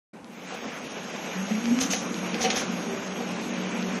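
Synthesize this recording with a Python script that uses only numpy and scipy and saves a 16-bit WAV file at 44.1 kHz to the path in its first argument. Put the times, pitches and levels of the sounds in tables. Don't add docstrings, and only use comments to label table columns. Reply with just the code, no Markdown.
import sys
import numpy as np
from scipy import signal
from scipy.fft import rfft, irfft
from scipy.io import wavfile
from scipy.ndimage import uniform_filter1d

SR = 44100
rng = np.random.default_rng(int(sys.argv[2]) if len(sys.argv) > 2 else 0)


def master_out(mix):
    frames = np.transpose(np.atleast_2d(mix))
    ceiling = np.clip(frames, -1, 1)
    pcm = np.round(ceiling * 32767).astype(np.int16)
    wavfile.write(sys.argv[1], SR, pcm)


def invert_db(x):
    u = np.asarray(x, float) / 20
    return 10 ** u


N = 176400


def evened(x):
    return x / np.sqrt(np.mean(x ** 2) + 1e-20)


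def read(points, hz):
    f, value = np.transpose(points)
    return np.interp(np.log(hz + 1), np.log(f + 1), value)


def curve(table, col):
    rows = np.array(table)
    return np.interp(np.arange(N) / SR, rows[:, 0], rows[:, col])


def add(mix, s, sound):
    part = mix[round(s * SR):][:len(sound)]
    part += sound[:len(part)]


def resonate(x, hz, width):
    turn = np.exp(2j * np.pi * hz * np.arange(len(x)) / SR)
    r = np.exp(-np.pi * width / SR)
    return 2 * (turn * signal.lfilter([1 - r], [1, -r], x / turn)).real


def coloured(x, points):
    hz = np.fft.rfftfreq(len(x), 1 / SR)
    inside = (hz >= points[0][0]) & (hz <= points[-1][0])
    return irfft(rfft(x) * invert_db(read(points, hz)) * inside, len(x))


def drift(size):
    return evened(uniform_filter1d(uniform_filter1d(rng.standard_normal(N), size), size))


# pitch_hz, level_db (per Hz)
IDLE_SPECTRUM = [(18, -64), (30, -60), (132, -17), (213, -3), (389, -11.5), (693, -15), (785, -12.5),
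                 (4020, -41.5), (12100, -50.5), (15800, -77), (22000, -120)]


def idle_machines():
    return invert_db(-46.5) * evened(coloured(rng.standard_normal(N), IDLE_SPECTRUM))


# time_s, belt_rattle_db, frame_hum_db
RUN = [(.14, -59.5, -61), (.25, -59.5, -54), (.36, -51, -47), (.5, -43, -56.5), (.64, -42.5, -50.5),
       (1.1, -42, -46), (1.36, -39, -47), (1.59, -40, -47.5), (1.86, -40, -32.5), (2.05, -41, -33.5),
       (2.33, -39, -35), (2.52, -37, -31), (2.6, -33, -52), (2.68, -39.5, -29.5), (3.04, -41, -36),
       (3.45, -40, -31.5), (4, -39, -32)]
# pitch_hz, level_db (per Hz)
BELT_LOW = [(12, -77), (20, -39), (107, -24), (185, -5.5), (242, -5), (347, -11), (394, -10), (507, -8.5),
            (1500, -19), (1950, -32), (3300, -120)]
# pitch_hz, level_db (per Hz)
BELT_HIGH = [(880, -23), (1500, -6.5), (2410, 1.5), (4440, -10.5), (6520, -8.5), (7050, -15), (9010, -19),
             (11600, -22), (12100, -28.5), (15800, -50), (22000, -120)]
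LOW_DB, HIGH_DB, LOW_FOLLOWS_HUM = 3.5, 0, 0.16
PATCH_DB, FLICKER_DB, RATTLE_DB, RATTLES_PER_S = 1.5, .7, -13, 400


def belt():
    frames = N // 128 + 5
    a, b, patches = rng.standard_normal((frames, 257, 3)).T
    patches = uniform_filter1d(uniform_filter1d(patches, size=8, axis=0), size=20, axis=1)
    grains = (a + 1j * b) * invert_db(PATCH_DB * evened(patches))
    wash = evened(signal.istft(grains, nperseg=512, noverlap=384)[1][:N])
    chance, sizes = rng.random(N), rng.exponential(1, N)
    ticks = (chance < RATTLES_PER_S / SR) * invert_db(2.4 * np.minimum(sizes, 5))
    fade = np.exp(-np.arange(130) / 68.0)
    ticks = np.convolve(ticks, fade)[:N] * rng.standard_normal(N)
    drive = (wash + invert_db(RATTLE_DB) * evened(ticks)) * invert_db(FLICKER_DB * drift(size=900))
    belt_db, hum_db = curve(RUN, col=1), curve(RUN, col=2)
    low_db = belt_db + LOW_FOLLOWS_HUM * (hum_db - belt_db)
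    low = invert_db(low_db + LOW_DB) * evened(coloured(drive, BELT_LOW))
    high = invert_db(belt_db + HIGH_DB) * evened(coloured(drive, BELT_HIGH))
    return low + high


# pitch_hz, width_hz, level_db
FRAME = [(184.2, 7, 3.5), (211.2, 13.3, -2.5), (235.6, 6.8, 1.5), (256.7, 6.8, -9.5), (303, 33, -5.5),
         (470.2, 19, -9)]
FRAME_DB, FRAME_SWELL_DB, FRAME_STEADY = -1, 1, .5


def frame():
    hum = np.zeros(N)
    for hz, width, db in FRAME:
        shaking = rng.standard_normal(N)
        tone = evened(resonate(resonate(shaking, hz, width), hz, 2 * width))
        power = uniform_filter1d(tone ** 2, size=1500)
        steadied = tone / (power + 0.058) ** (FRAME_STEADY / 2)
        hum += invert_db(db + FRAME_SWELL_DB * drift(size=2500)) * steadied
    return invert_db(curve(RUN, col=2) + FRAME_DB) * evened(hum)


# start_s, level_db, brightness_db (per octave), thud_db
KNOCKS = [(.215, -72, -14, -52), (.5205, -42, -4, -73), (1.405, -67, -21, -47), (1.661, -50, -19, -46),
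          (1.811, -43, 3, -37.5), (1.932, -39.5, 7, -41), (2.346, -36.5, -7, -54), (2.404, -36, -2.5, -40),
          (2.439, -27.5, -4, -57), (2.4456, -42.5, 8.5, -55), (2.4522, -46, 10, -57),
          (2.502, -36, 3.5, -42), (2.562, -37.5, -1, -40), (3.201, -36, -7.5, -53)]
# pitch_hz, level_db, fade_s (time to fall 60 dB)
CAN = [(478, 3, .3), (505, 1, .12), (720, -2, .12), (754, 6, .18), (1771, -6, .06), (2024, -4, .06),
       (2300, -7, .05), (2611, -5, .04), (2950, -4, .04), (3012, -13, .2), (3747, -12, .03),
       (4258, -13, .03), (5733, -16, .05)]
# pitch_hz, level_db
CLATTER = [(250, -19), (500, 13), (1200, -13.5), (2500, 0.5), (4500, -5), (8000, -37)]
CLATTER_DB, CLATTER_FADE_S = 5.5, 0.15
THUD_HZ, THUD_FADE_S = 82, .1


def knocks():
    out, t = np.zeros(N), np.arange(SR // 2) / SR
    chance = rng.standard_normal((len(KNOCKS), len(CAN)))
    rattle = rng.standard_normal((len(KNOCKS), len(t)))
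    for (s, db, bright_db, thud_db), row, noise in zip(KNOCKS, chance, rattle):
        ring = np.zeros(len(t))
        for (hz, tone_db, fade_s), luck_db in zip(CAN, row):
            start_db = tone_db + luck_db + bright_db * np.log2(hz / 500)
            ring += invert_db(start_db - 60 * t / fade_s) * np.sin(2 * np.pi * hz * t)
        clatter_db = CLATTER_DB + bright_db - 60 * t / CLATTER_FADE_S
        ring += invert_db(clatter_db) * evened(coloured(noise, CLATTER))
        thud = invert_db(thud_db - 60 * t / THUD_FADE_S) * np.sin(2 * np.pi * THUD_HZ * t)
        thud *= np.minimum(t / 0.01, 1)
        add(out, s, invert_db(db) * ring * np.minimum(t / 0.0028, 1) + thud)
    return out


# start_s, peak_db
CLICKS = [(.2445, -33), (.797, -38), (1.6562, -16), (1.7888, -19), (2.1428, -21), (2.3442, -16),
          (2.4175, -22), (2.4525, -23), (2.5018, -16), (2.5036, -17), (2.5052, -17), (2.5075, -20),
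          (2.5612, -20), (3.8262, -25)]
# pitch_hz, level_db, fade_s (time to fall 60 dB)
PLUNGER = [(2600, -1, .004), (3300, 0, .0035), (4100, 0, .003), (5000, -2, .003), (6300, -5, .0025)]


def valves():
    out, t = np.zeros(N), np.arange(400) / SR
    chance = rng.standard_normal((len(CLICKS), len(PLUNGER)))
    for (s, db), row in zip(CLICKS, chance):
        tick = np.zeros(len(t))
        for (hz, tone_db, fade_s), luck in zip(PLUNGER, row):
            tone = np.sin(2 * np.pi * hz * (1 + .05 * luck) * t)
            tick += invert_db(tone_db + luck - 60 * t / fade_s) * tone
        tick *= np.minimum(t / .0004, 1) ** 2
        add(out, s, invert_db(db) * tick / abs(tick).max())
    return out


# pitch_hz, level_db
WHINE = [(5517, -67), (5658, -62), (5729, -63), (5970, -67), (6277, -64), (6347, -69), (6490, -57.5),
         (6561, -59.5), (6665, -67), (7620, -72), (8092, -75), (11243, -72), (11600, -70), (12010, -80)]
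# start_s, top_s, from_hz, to_hz, level_db, gone_s
CHIRP = (.245, .33, 9800, 12010, -74, .95)
# time_s, level_db
WHINE_NEAR = [(.3, -6.5), (1.7, 6.5), (2.5, 5), (3.9, 0.5)]
WHINE_WIDTH_HZ, WHINE_RISE_S = 3, 0.25


def whine():
    t = np.arange(N) / SR
    lines = np.zeros(N)
    for hz, db in WHINE:
        level = invert_db(db + 2 * drift(size=1200))
        cycles = hz * t + np.cumsum(WHINE_WIDTH_HZ * drift(size=1500)) / SR
        lines += level * np.sin(2 * np.pi * cycles)
    start_s, top_s, from_hz, to_hz, chirp_db, gone_s = CHIRP
    climb = np.clip((t - start_s) / (top_s - start_s), 0, 1)
    chirp_hz = from_hz + (to_hz - from_hz) * climb ** 0.51
    chirp_gate = (climb > 0) * np.clip(3 * (gone_s - t), 0, 1)
    chirp = invert_db(chirp_db) * chirp_gate * np.sin(2 * np.pi * np.cumsum(chirp_hz) / SR)
    rise = np.clip((t - start_s) / WHINE_RISE_S, 0, 1)
    return np.sqrt(2) * (lines * invert_db(curve(WHINE_NEAR, col=1)) * rise + chirp)


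# time_s, pitch_hz, level_db
GEAR = [(1.15, 170.7, -65), (1.3, 182, -48), (1.42, 191.8, -36.5), (1.49, 201, -40), (1.545, 213.6, -37),
        (1.61, 233.4, -38), (1.66, 241.8, -40), (1.715, 239.3, -26.5), (1.76, 255.8, -33.5),
        (1.82, 265, -37), (1.87, 268.4, -40.5), (2.0, 289.4, -53), (2.15, 323, -44), (2.25, 336.7, -49),
        (2.4, 352, -51), (2.75, 386, -55.5), (2.92, 394, -37), (3.1, 394, -52.5), (4, 390, -45)]
GEAR_WANDER, GEAR_ROUGH_DB, GEAR_RING_DB = .02, 2.5, 6


def gear():
    hz = curve(GEAR, col=1) * (1 + GEAR_WANDER * drift(size=500))
    fade = np.clip((np.arange(N) / SR - GEAR[0][0]) / 0.32, 0, 1)
    level = invert_db(curve(GEAR, col=2) + GEAR_ROUGH_DB * drift(size=500))
    tone = np.sqrt(2) * fade * level * np.sin(2 * np.pi * np.cumsum(hz) / SR)
    ring = sum(invert_db(db) * resonate(tone, f, width) for f, width, db in FRAME)
    return tone + invert_db(GEAR_RING_DB) * ring


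# start_s, attack_s, level_db, fade_s (time to fall 60 dB)
PUFFS = [
    (1.798, 0.015, -24.5, 0.21),
    (1.9, 0.011, -27.5, 0.41),
    (1.93, .005, -52, 0.15),
    (2.4, 0.026, -27, .2),
    (2.501, 0.004, -27.5, 0.11),
    (2.554, 0.012, -27, 0.25),
]
# pitch_hz, level_db (per Hz)
AIR = [(710, -30), (1200, -4.5), (1500, -12), (3620, -3.5), (4650, -7.5), (6160, 2.5), (7050, -9.5),
       (7920, -14.5), (12100, -16.5), (15800, -56), (22000, -120)]
# pitch_hz, width_hz, level_db
NOZZLE = [(6300, 600, -4), (6580, 300, 11)]
NOZZLE_DB, SPUTTER_DB = -9.5, 1.5


def puffs():
    jet = evened(coloured(rng.standard_normal(N), AIR))
    whistle = sum(invert_db(db) * resonate(jet, hz, width) for hz, width, db in NOZZLE)
    jet = jet + invert_db(NOZZLE_DB) * evened(whistle)
    power = np.zeros(N)
    t = np.arange(SR // 2) / SR
    for s, attack, db, fade_s in PUFFS:
        fall_db = 120 * np.maximum(t - attack, 0) / fade_s
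        add(power, s, invert_db(2 * db - fall_db) * np.minimum(t / attack, 1) ** 2)
    return evened(jet) * np.sqrt(power) * invert_db(SPUTTER_DB * drift(size=90))


def workshop(x):
    t = np.arange(SR // 2) / SR
    fade_s = 0.16
    tail = rng.standard_normal(len(t)) * invert_db(-60 * t / fade_s) * (t > .006)
    return signal.fftconvolve(x, tail / np.linalg.norm(tail))[:N]


def scene():
    steady = idle_machines() + belt() + frame() + whine() + gear()
    clamp = knocks() + valves() + puffs()
    return (steady + clamp + invert_db(-9) * workshop(clamp))[None]


# pitch_hz, score_needed (no unit)
DROPPED = [(3300, -1.9), (4500, -.6), (5600, -1.2), (6650, -1.3), (7000, .5), (7900, .9), (8800, 2.2),
           (9400, 1.2), (10300, 1.1), (10900, 2.2), (11500, 1.5), (12000, 1.7)]
# pitch_hz, level_db
MAKE_UP = [(6800, 0), (7300, 3), (8800, 3), (11000, 3), (11500, 2), (12000, 7)]
BAND_BINS, GRID, TOP_BIN = 4, 576, 564


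def patchy_treble(x):
    n, k = np.arange(2048)[:, None], np.arange(TOP_BIN)
    window = signal.windows.kaiser_bessel_derived(2048, 4 * np.pi)[:, None]
    basis = window * np.cos(np.pi / 1024 * (n + 512.5) * (k + .5)) / np.sqrt(512)
    halves = np.pad(x, (2048 - GRID, 4096))[:(N // 1024 + 4) * 1024].reshape(-1, 1024)
    z = np.hstack([halves[:-1], halves[1:]]) @ basis
    hz, band = (k + .5) * SR / 2048, k // BAND_BINS
    power = uniform_filter1d(np.add.reduceat(z ** 2, k[::BAND_BINS], axis=1), size=3, axis=0)
    level_db = 10 * np.log10(abs(power) + 1e-20)
    mid_db = level_db[:, 6:40].mean(1, keepdims=True)
    usual_mid_db = np.median(mid_db)
    excess_db = level_db - np.median(level_db, axis=0) - .9 * (mid_db - usual_mid_db)
    tonal_db = level_db - uniform_filter1d(level_db, size=7, axis=1)
    luck = uniform_filter1d(rng.standard_normal(level_db.shape), size=2, axis=0)
    luck = evened(uniform_filter1d(luck, size=2, axis=1))
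    quiet_bonus = np.clip((usual_mid_db - mid_db - 8) / 2, 0, 3)
    score = .8 * luck + np.clip(excess_db / 8, -.5, 1.2) + tonal_db / 5 + quiet_bonus
    keep = score[:, band] > read(DROPPED, (band + .5) * BAND_BINS * SR / 2048)
    keep = keep | (hz < DROPPED[0][0])
    blocks = (z * keep * invert_db(read(MAKE_UP, hz))) @ basis.T
    return (blocks[1:, :1024] + blocks[:-1, 1024:]).ravel()[1024 - GRID:][:N]


def low_pass(x):
    return signal.sosfilt(signal.butter(12, 12130, fs=SR, output="sos"), x)


def record(dry):
    t, start_s = np.arange(N) / SR, .1365
    gate = np.clip((t - start_s) / 0.0064 + 1, 0, 1) * np.clip((t[-1] - t) / 0.0073, 0, 1)
    mix = gate * patchy_treble(gate * dry[0])
    return low_pass(mix[None])


dry = scene()
out = record(dry)
master_out(out)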